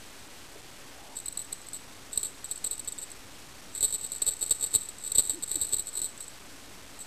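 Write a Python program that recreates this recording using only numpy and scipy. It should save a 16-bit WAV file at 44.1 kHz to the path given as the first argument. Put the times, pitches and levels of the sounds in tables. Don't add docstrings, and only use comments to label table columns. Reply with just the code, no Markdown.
import sys
import numpy as np
from scipy import signal
from scipy.fft import rfft, irfft, next_fast_len
from scipy.io import wavfile
from scipy.ndimage import uniform_filter1d

SR = 44100
rng = np.random.default_rng(int(sys.argv[2]) if len(sys.argv) > 2 else 0)


def dump_mix(stems):
    frames = np.atleast_2d(stems).T
    limited = np.clip(frames, -1, 1)
    pcm = np.round(limited * 32767).astype(np.int16)
    wavfile.write(sys.argv[1], SR, pcm)


N = 311346

# start_s, level_db (before the shell's own levels),
# free_s (longest free ring until the pellet lands again)
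STRIKES = [(1.1662, -29.5, .017), (1.1858, -33.5, .0033), (1.1997, -35.5, .003), (1.2577, -30.5, .008),
           (1.2815, -28, .006), (1.3243, -36, .005), (1.3728, -27, .0045), (1.3926, -33, .0056),
           (1.4001, -35.5, .009), (1.527, -25.5, .0044), (1.616, -43.5, .003), (1.6676, -40.5, .003),
           (1.6861, -40, .0035), (1.732, -32, .003), (2.1297, -30.5, .0175), (2.1741, -20, .008),
           (2.2303, -24, .006), (2.2481, -29, .0035), (2.2547, -28.5, .005), (2.2654, -33.5, .006),
           (2.4431, -31, .005), (2.512, -28, .008), (2.5176, -31, .026), (2.5581, -33, .002),
           (2.576, -38.5, .0046), (2.6418, -26.5, .004), (2.6464, -26.5, .0065), (2.6626, -29, .01),
           (2.669, -28.5, .007), (2.7104, -25.5, .0086), (2.7304, -33, .011), (2.7787, -36, .004),
           (2.7938, -32.5, .0037), (2.8468, -40, .0025), (2.8744, -30, .006), (2.8782, -31.5, .009),
           (2.885, -31, .005), (2.9218, -30.5, .006), (2.985, -31.5, .006), (3.0267, -33.5, .0046),
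           (3.102, -40, .003), (3.7766, -30, .018), (3.8067, -25.5, .0094), (3.8275, -19.5, .007),
           (3.8331, -19, .0076), (3.8437, -20, .0037), (3.8481, -22, .016), (3.8808, -30.5, .008),
           (3.9086, -29.5, .004), (3.9246, -28, .0085), (3.9309, -30, .0087), (3.9401, -26.5, .003),
           (3.9458, -25, .005), (3.9542, -30.5, .01), (4.0481, -32, .009), (4.1181, -29, .0064),
           (4.1225, -30.5, .004), (4.1602, -32.5, .014), (4.2184, -19, .016), (4.2645, -23, .0064),
           (4.274, -20.5, .0056), (4.2807, -26, .008), (4.2858, -19.5, .007), (4.2931, -26, .005),
           (4.3221, -32.5, .006), (4.3348, -32.5, .006), (4.3663, -37, .003), (4.4099, -32, .007),
           (4.4146, -28, .01), (4.4208, -29, .005), (4.4264, -26.5, .0106), (4.4341, -25.5, .0076),
           (4.462, -31.5, .011), (4.495, -31, .0036), (4.5075, -16.5, .005), (4.513, -21.5, .004),
           (4.5185, -20.5, .0063), (4.6106, -31, .013), (4.6253, -24, .006), (4.6297, -23.5, .007),
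           (4.6391, -22, .013), (4.6616, -32, .01), (4.6679, -30.5, .028), (4.7346, -32.5, .005),
           (4.7395, -22, .008), (4.7489, -17.5, .013), (4.7577, -20, .0115), (4.7821, -34.5, .005),
           (4.8872, -31.5, .005), (4.983, -39.5, .004), (5.0374, -35.5, .014), (5.048, -33, .009),
           (5.0619, -29.5, .0166), (5.075, -29, .007), (5.1176, -24.5, .0063), (5.148, -28.5, .006),
           (5.1527, -23.5, .003), (5.1566, -21, .0043), (5.1738, -26.5, .0105), (5.1826, -13, .0064),
           (5.1926, -16.5, .01), (5.2026, -23, .0055), (5.2098, -31.5, .005), (5.2721, -32, .0054),
           (5.295, -23.5, .0105), (5.3034, -24.5, .011), (5.4238, -33, .004), (5.43, -31, .0074),
           (5.4352, -24.5, .006), (5.5141, -25.5, .01), (5.5435, -28.5, .003), (5.5555, -22, .005),
           (5.6125, -22.5, .004), (5.6175, -24.5, .008), (5.6239, -25, .0043), (5.6303, -29.5, .004),
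           (5.6475, -31, .0165), (5.7159, -35, .005), (5.7248, -25.5, .01), (5.7328, -21.5, .0047),
           (5.7406, -19.5, .005), (5.7476, -29.5, .007), (5.7659, -27, .006), (5.7826, -31.5, .0054),
           (5.7935, -24.5, .01), (5.8046, -33.5, .0035), (5.953, -30, .0047), (5.9726, -28.5, .004),
           (5.9777, -28.5, .0056), (5.9899, -31.5, .0034), (6.017, -29.5, .0054), (6.0234, -32.5, .0033),
           (6.0435, -28, .009), (6.0552, -31.5, .0047), (6.0604, -31, .012), (6.177, -39.5, .003),
           (6.2065, -33, .004), (6.2796, -36.5, .0045), (7.0163, -37.5, .039)]
# pitch_hz, level_db (added to the blow's), t60_s (time to fade 60 dB)
SHELL_TONES = [(7780, 5, 0.065), (7896, -9, 0.036), (7958, -6.5, .04), (7506, -15, .03), (7200, -25, .02),
               (6715, -26, 0.014)]
CONTACT_S = .0008


def gain(db):
    return 10 ** (np.asarray(db) / 20)


def fade(t, t60_s):
    return np.exp(-np.log(1000) * t / t60_s)


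def curve(rows, size):
    t = np.arange(size) / SR
    start_s, *columns = np.transpose(rows)
    gate = (t >= start_s[0]) & (t <= start_s[-1])
    return [np.interp(t, start_s, column) for column in columns], gate


def walk(rate_hz):
    hold = int(SR / rate_hz)
    steps = np.repeat(rng.standard_normal(N // hold + 1), hold)
    return uniform_filter1d(steps, hold)[:N]


def bell():
    # start_s, pitch_hz
    ring_pitch = [(1.17, 7750), (1.26, 7790), (1.8, 7810), (2.13, 7747), (2.75, 7762), (3.0, 7704),
                  (3.8, 7753), (5.6, 7743), (5.8, 7790), (7.0, 7767)]
    strike_detune_hz, tap_detune_hz = 21.99, 60.26
    rebound_db, rebound_scatter_db = -13.5, 10
    rebound_wait_s, rebound_ring_s = .02, .004

    start_s, level_db, free_s = np.vstack([STRIKES, taps()]).T
    count = len(start_s)
    is_strike = np.arange(count) < len(STRIKES)
    spread_hz = np.where(is_strike, strike_detune_hz, tap_detune_hz)
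    detune_hz = spread_hz * np.clip(rng.standard_normal(count), -2, 2)
    pitch_hz = np.interp(start_s, *np.transpose(ring_pitch)) + detune_hz
    chance = rng.random((count, 2))
    phases = rng.random((count, 2, len(SHELL_TONES)))
    spots = np.clip(rng.standard_normal((count, len(SHELL_TONES) - 1)), -2, 2)

    played = np.isfinite(level_db)
    landings = np.append(np.sort(start_s[played]), np.inf)
    next_landing = landings[np.searchsorted(landings[:-1], start_s, "right")]
    free_s = np.clip(free_s, 0, next_landing - start_s)

    out = np.zeros(N + SR)
    for k in np.flatnonzero(played):
        wait, weakness = chance[k]
        small_db = level_db[k] + rebound_db - rebound_scatter_db * weakness
        rebound_start = start_s[k] + free_s[k] + rebound_wait_s * wait
        blow = strike(level_db[k], pitch_hz[k], free_s[k], phases[k, 0], spots[k])
        rebound = strike(small_db, pitch_hz[k], rebound_ring_s, phases[k, 1], spots[k])
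        for when, ring in ((start_s[k], blow), (rebound_start, rebound)):
            first = int(when * SR)
            out[first:first + len(ring)] += ring
    return out[:N]


def taps():
    # start_s, length_s, first_level_db, last_level_db (before scatter and shell levels)
    rattles = [(1.153, .012, -46, -45), (1.265, .03, -42, -44.5), (1.383, .04, -44.5, -42.5),
               (1.446, 0.0052, -44.5, -43.5), (1.522, .022, -40.5, -48.5), (1.737, .036, -37, -43.5),
               (2.121, 0.0071, -45.5, -51), (2.142, .03, -40.5, -37), (2.183, 0.034, -40, -44.5),
               (2.244, 0.058, -38, -46), (2.45, .008, -39, -39), (2.487, .022, -41, -39),
               (2.564, .008, -39.5, -38), (2.655, .03, -38.5, -46.5), (2.705, .006, -44, -46),
               (2.723, .035, -36.5, -42), (2.798, .005, -40, -41), (2.98, 0.026, -40.5, -45),
               (3.015, 0.025, -36, -38.5), (3.116, 0.0044, -41.5, -43.5), (3.725, .02, -47, -48.5),
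               (3.75, .024, -36, -32.5), (3.817, 0.007, -34.5, -32), (3.865, 0.062, -34, -36.5),
               (3.981, .03, -40.5, -47), (4.011, .057, -35, -37.5), (4.088, .028, -46.5, -45),
               (4.128, 0.06, -37.5, -39.5), (4.246, .018, -45, -38), (4.293, .036, -35, -42.5),
               (4.39, .016, -41.5, -42.5), (4.445, .058, -41.5, -45), (4.534, .055, -36.5, -48),
               (4.597, .014, -38.5, -35), (4.699, .03, -45.5, -42), (4.772, .09, -41.5, -41.5),
               (4.895, 0.0077, -40.5, -47), (4.999, .034, -45, -43.5), (5.086, .05, -45.5, -38),
               (5.165, .008, -37.5, -38), (5.217, .075, -33.5, -38), (5.316, .042, -35, -44.5),
               (5.477, .06, -38, -34.5), (5.562, .048, -40, -36.5), (5.638, .075, -34.5, -42.5),
               (5.814, .012, -42.5, -38), (5.86, .034, -36.5, -36.5), (5.93, .075, -38.5, -36.5),
               (6.027, .014, -32.5, -38), (6.081, .013, -43, -40), (6.203, .04, -40, -45.5),
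               (6.267, .005, -45.5, -44), (6.99, .023, -43.5, -39)]
    gap_s, ring_s, uneven = .0065, .006, .45
    scatter_db = 2.5

    begin_s, length_s, first_db, last_db = np.transpose(rattles)[:, :, None]
    draws = rng.uniform(-1, 1, (len(rattles), 40, 3))
    gap, size, ring = np.moveaxis(draws, 2, 0)
    gaps_s = gap_s * np.exp(uneven * gap)
    tap_s = begin_s + np.cumsum(gaps_s, axis=1) - gaps_s[:, :1]
    progress = (tap_s - begin_s) / length_s
    level_db = first_db + (last_db - first_db) * progress
    level_db = level_db + np.sqrt(3) * scatter_db * size

    strike_s, _, free_s = np.transpose(STRIKES)
    after_hit = tap_s[..., None] > strike_s - CONTACT_S
    before_landing = tap_s[..., None] < strike_s + free_s
    ringing = np.any(after_hit & before_landing, axis=2)
    heard = (tap_s < begin_s + length_s) & ~ringing
    level_db = np.where(heard, level_db, -np.inf)
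    return np.stack([tap_s, level_db, ring_s * np.exp(uneven * ring)], axis=2).reshape(-1, 3)


def strike(level_db, pitch_hz, free_s, phase, spot):
    stifled_t60_s = .022
    spot_db = 5

    t = np.arange(int(.09 * SR)) / SR
    swell = np.sin(np.pi / 2 * np.clip(t / CONTACT_S, 0, 1)) ** 2
    shape = swell * fade(np.maximum(t - free_s, 0), stifled_t60_s)
    rest_hz, tone_db, t60_s = np.transpose(SHELL_TONES)[:, :, None]
    tone_hz = rest_hz * pitch_hz / rest_hz[0]
    turns = tone_hz * t + phase[:, None]
    favour_db = spot_db * np.append(0, spot)[:, None]
    size = gain(level_db + tone_db + favour_db)
    return shape * np.sum(size * fade(t, t60_s) * np.sin(2 * np.pi * turns), axis=0)


def wand():
    # start_s, pitch_hz (before waver), level_db (rms), waver (share of the pitch)
    whips = [
        [(.92, 672, -76, .2), (.96, 698, -59.5, 0.17), (1.05, 750, -57.5, 0.21), (1.14, 765, -58, .2),
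         (1.18, 790, -73, .2)],
        [(5.322, 260, -67, 0.06), (5.335, 284, -45.5, 0.05), (5.356, 356, -50, 0.04), (5.375, 353, -45.5, 0),
         (5.392, 291, -45.5, 0.06), (5.405, 270, -72, 0.06)],
        [(5.54, 385, -71, 0.02), (5.553, 360, -46.5, 0.03), (5.572, 307, -42.5, 0.05), (5.585, 256, -52, 0.02),
         (5.597, 234, -78, .01)],
    ]
    out = 0
    for rows in whips:
        (pitch_hz, level_db, waver), gate = curve(rows, size=N)
        wavering_hz = pitch_hz * (1 + waver * walk(300))
        phase = 2 * np.pi * np.cumsum(wavering_hz) / SR
        out = out + np.sqrt(2) * gain(level_db) * gate * np.sin(phase)
    return out


def paws():
    # start_s, level_db (peak), pitch_hz (middle of the noise band), t60_s (time to fade 60 dB)
    paw_falls = [(0.556, -40, 328, 0.051)]
    out, t = 0, np.arange(N) / SR
    for start_s, level_db, pitch_hz, t60_s in paw_falls:
        puff = rng.standard_normal(N) * (t > start_s) * fade(np.maximum(t - start_s, 0), t60_s)
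        band = signal.butter(2, [pitch_hz / 1.4, pitch_hz * 1.6], "bandpass", fs=SR, output="sos")
        puff = signal.sosfilt(band, puff)
        out = out + gain(level_db) * puff / np.abs(puff).max()
    return out


def echo(x):
    echo_db, echo_t60_s = -17.5, .4
    t = np.arange(SR // 2) / SR
    tail = rng.standard_normal(len(t)) * fade(t, echo_t60_s) * (t > .003)
    tail = tail / np.sqrt(np.sum(tail ** 2))
    return x + gain(echo_db) * signal.fftconvolve(x, tail)[:N]


def room():
    # (per Hz, relative)
    hush_colour = [(20, -0.5), (100, -4.5), (150, -7.5), (280, -5), (500, -8.5), (1000, -10.5),
                   (2000, -12.5), (4000, -15), (8000, -16.5), (9000, -49)]
    # pitch_hz, width_hz, level_db (rms)
    hums = [(279.7, 30, -67.5)]
    # pitch_hz, level_db (rms)
    steady_tones = [(102.3, -70.5), (7678, -69), (7708, -70), (7737, -77.5)]
    hush_db, swell_db = -54.5, 0.5

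    colour_hz, colour_db = np.transpose(hush_colour)
    size = next_fast_len(N)
    f = np.maximum(np.arange(size // 2 + 1) * SR / size, 1)
    colour = gain(np.interp(np.log(f), np.log(colour_hz), colour_db))
    hush = irfft(rfft(rng.standard_normal(size)) * colour, size)[:N]
    out = hush / np.std(hush) * gain(hush_db + swell_db * walk(5.6))
    for pitch_hz, width_hz, level_db in hums:
        b, a = signal.iirpeak(pitch_hz, pitch_hz / width_hz, fs=SR)
        hum = signal.lfilter(b, a, rng.standard_normal(N))
        out = out + gain(level_db) * hum / np.std(hum)
    t = np.arange(N) / SR
    for pitch_hz, level_db in steady_tones:
        out = out + np.sqrt(2) * gain(level_db) * np.sin(2 * np.pi * (pitch_hz * t + rng.random()))
    return out


def scene():
    return (echo(bell() + wand() + paws()) + room())[None, :]


def record(dry):
    lopsided = 0.047
    converter_hz, steps, offset_steps = 16000, 128, .08
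    top_hz = 14900

    bent = dry + lopsided * dry ** 2
    slow = signal.resample_poly(bent, up=320, down=441, axis=1)[:, ::2]
    slow = np.floor(slow * steps + offset_steps) / steps
    held_index = np.minimum(np.arange(N) * converter_hz // SR, slow.shape[1] - 1)
    held = slow[:, held_index]
    return signal.sosfilt(signal.ellip(10, .2, 70, top_hz, fs=SR, output="sos"), held)


dry = scene()
out = record(dry)
dump_mix(out)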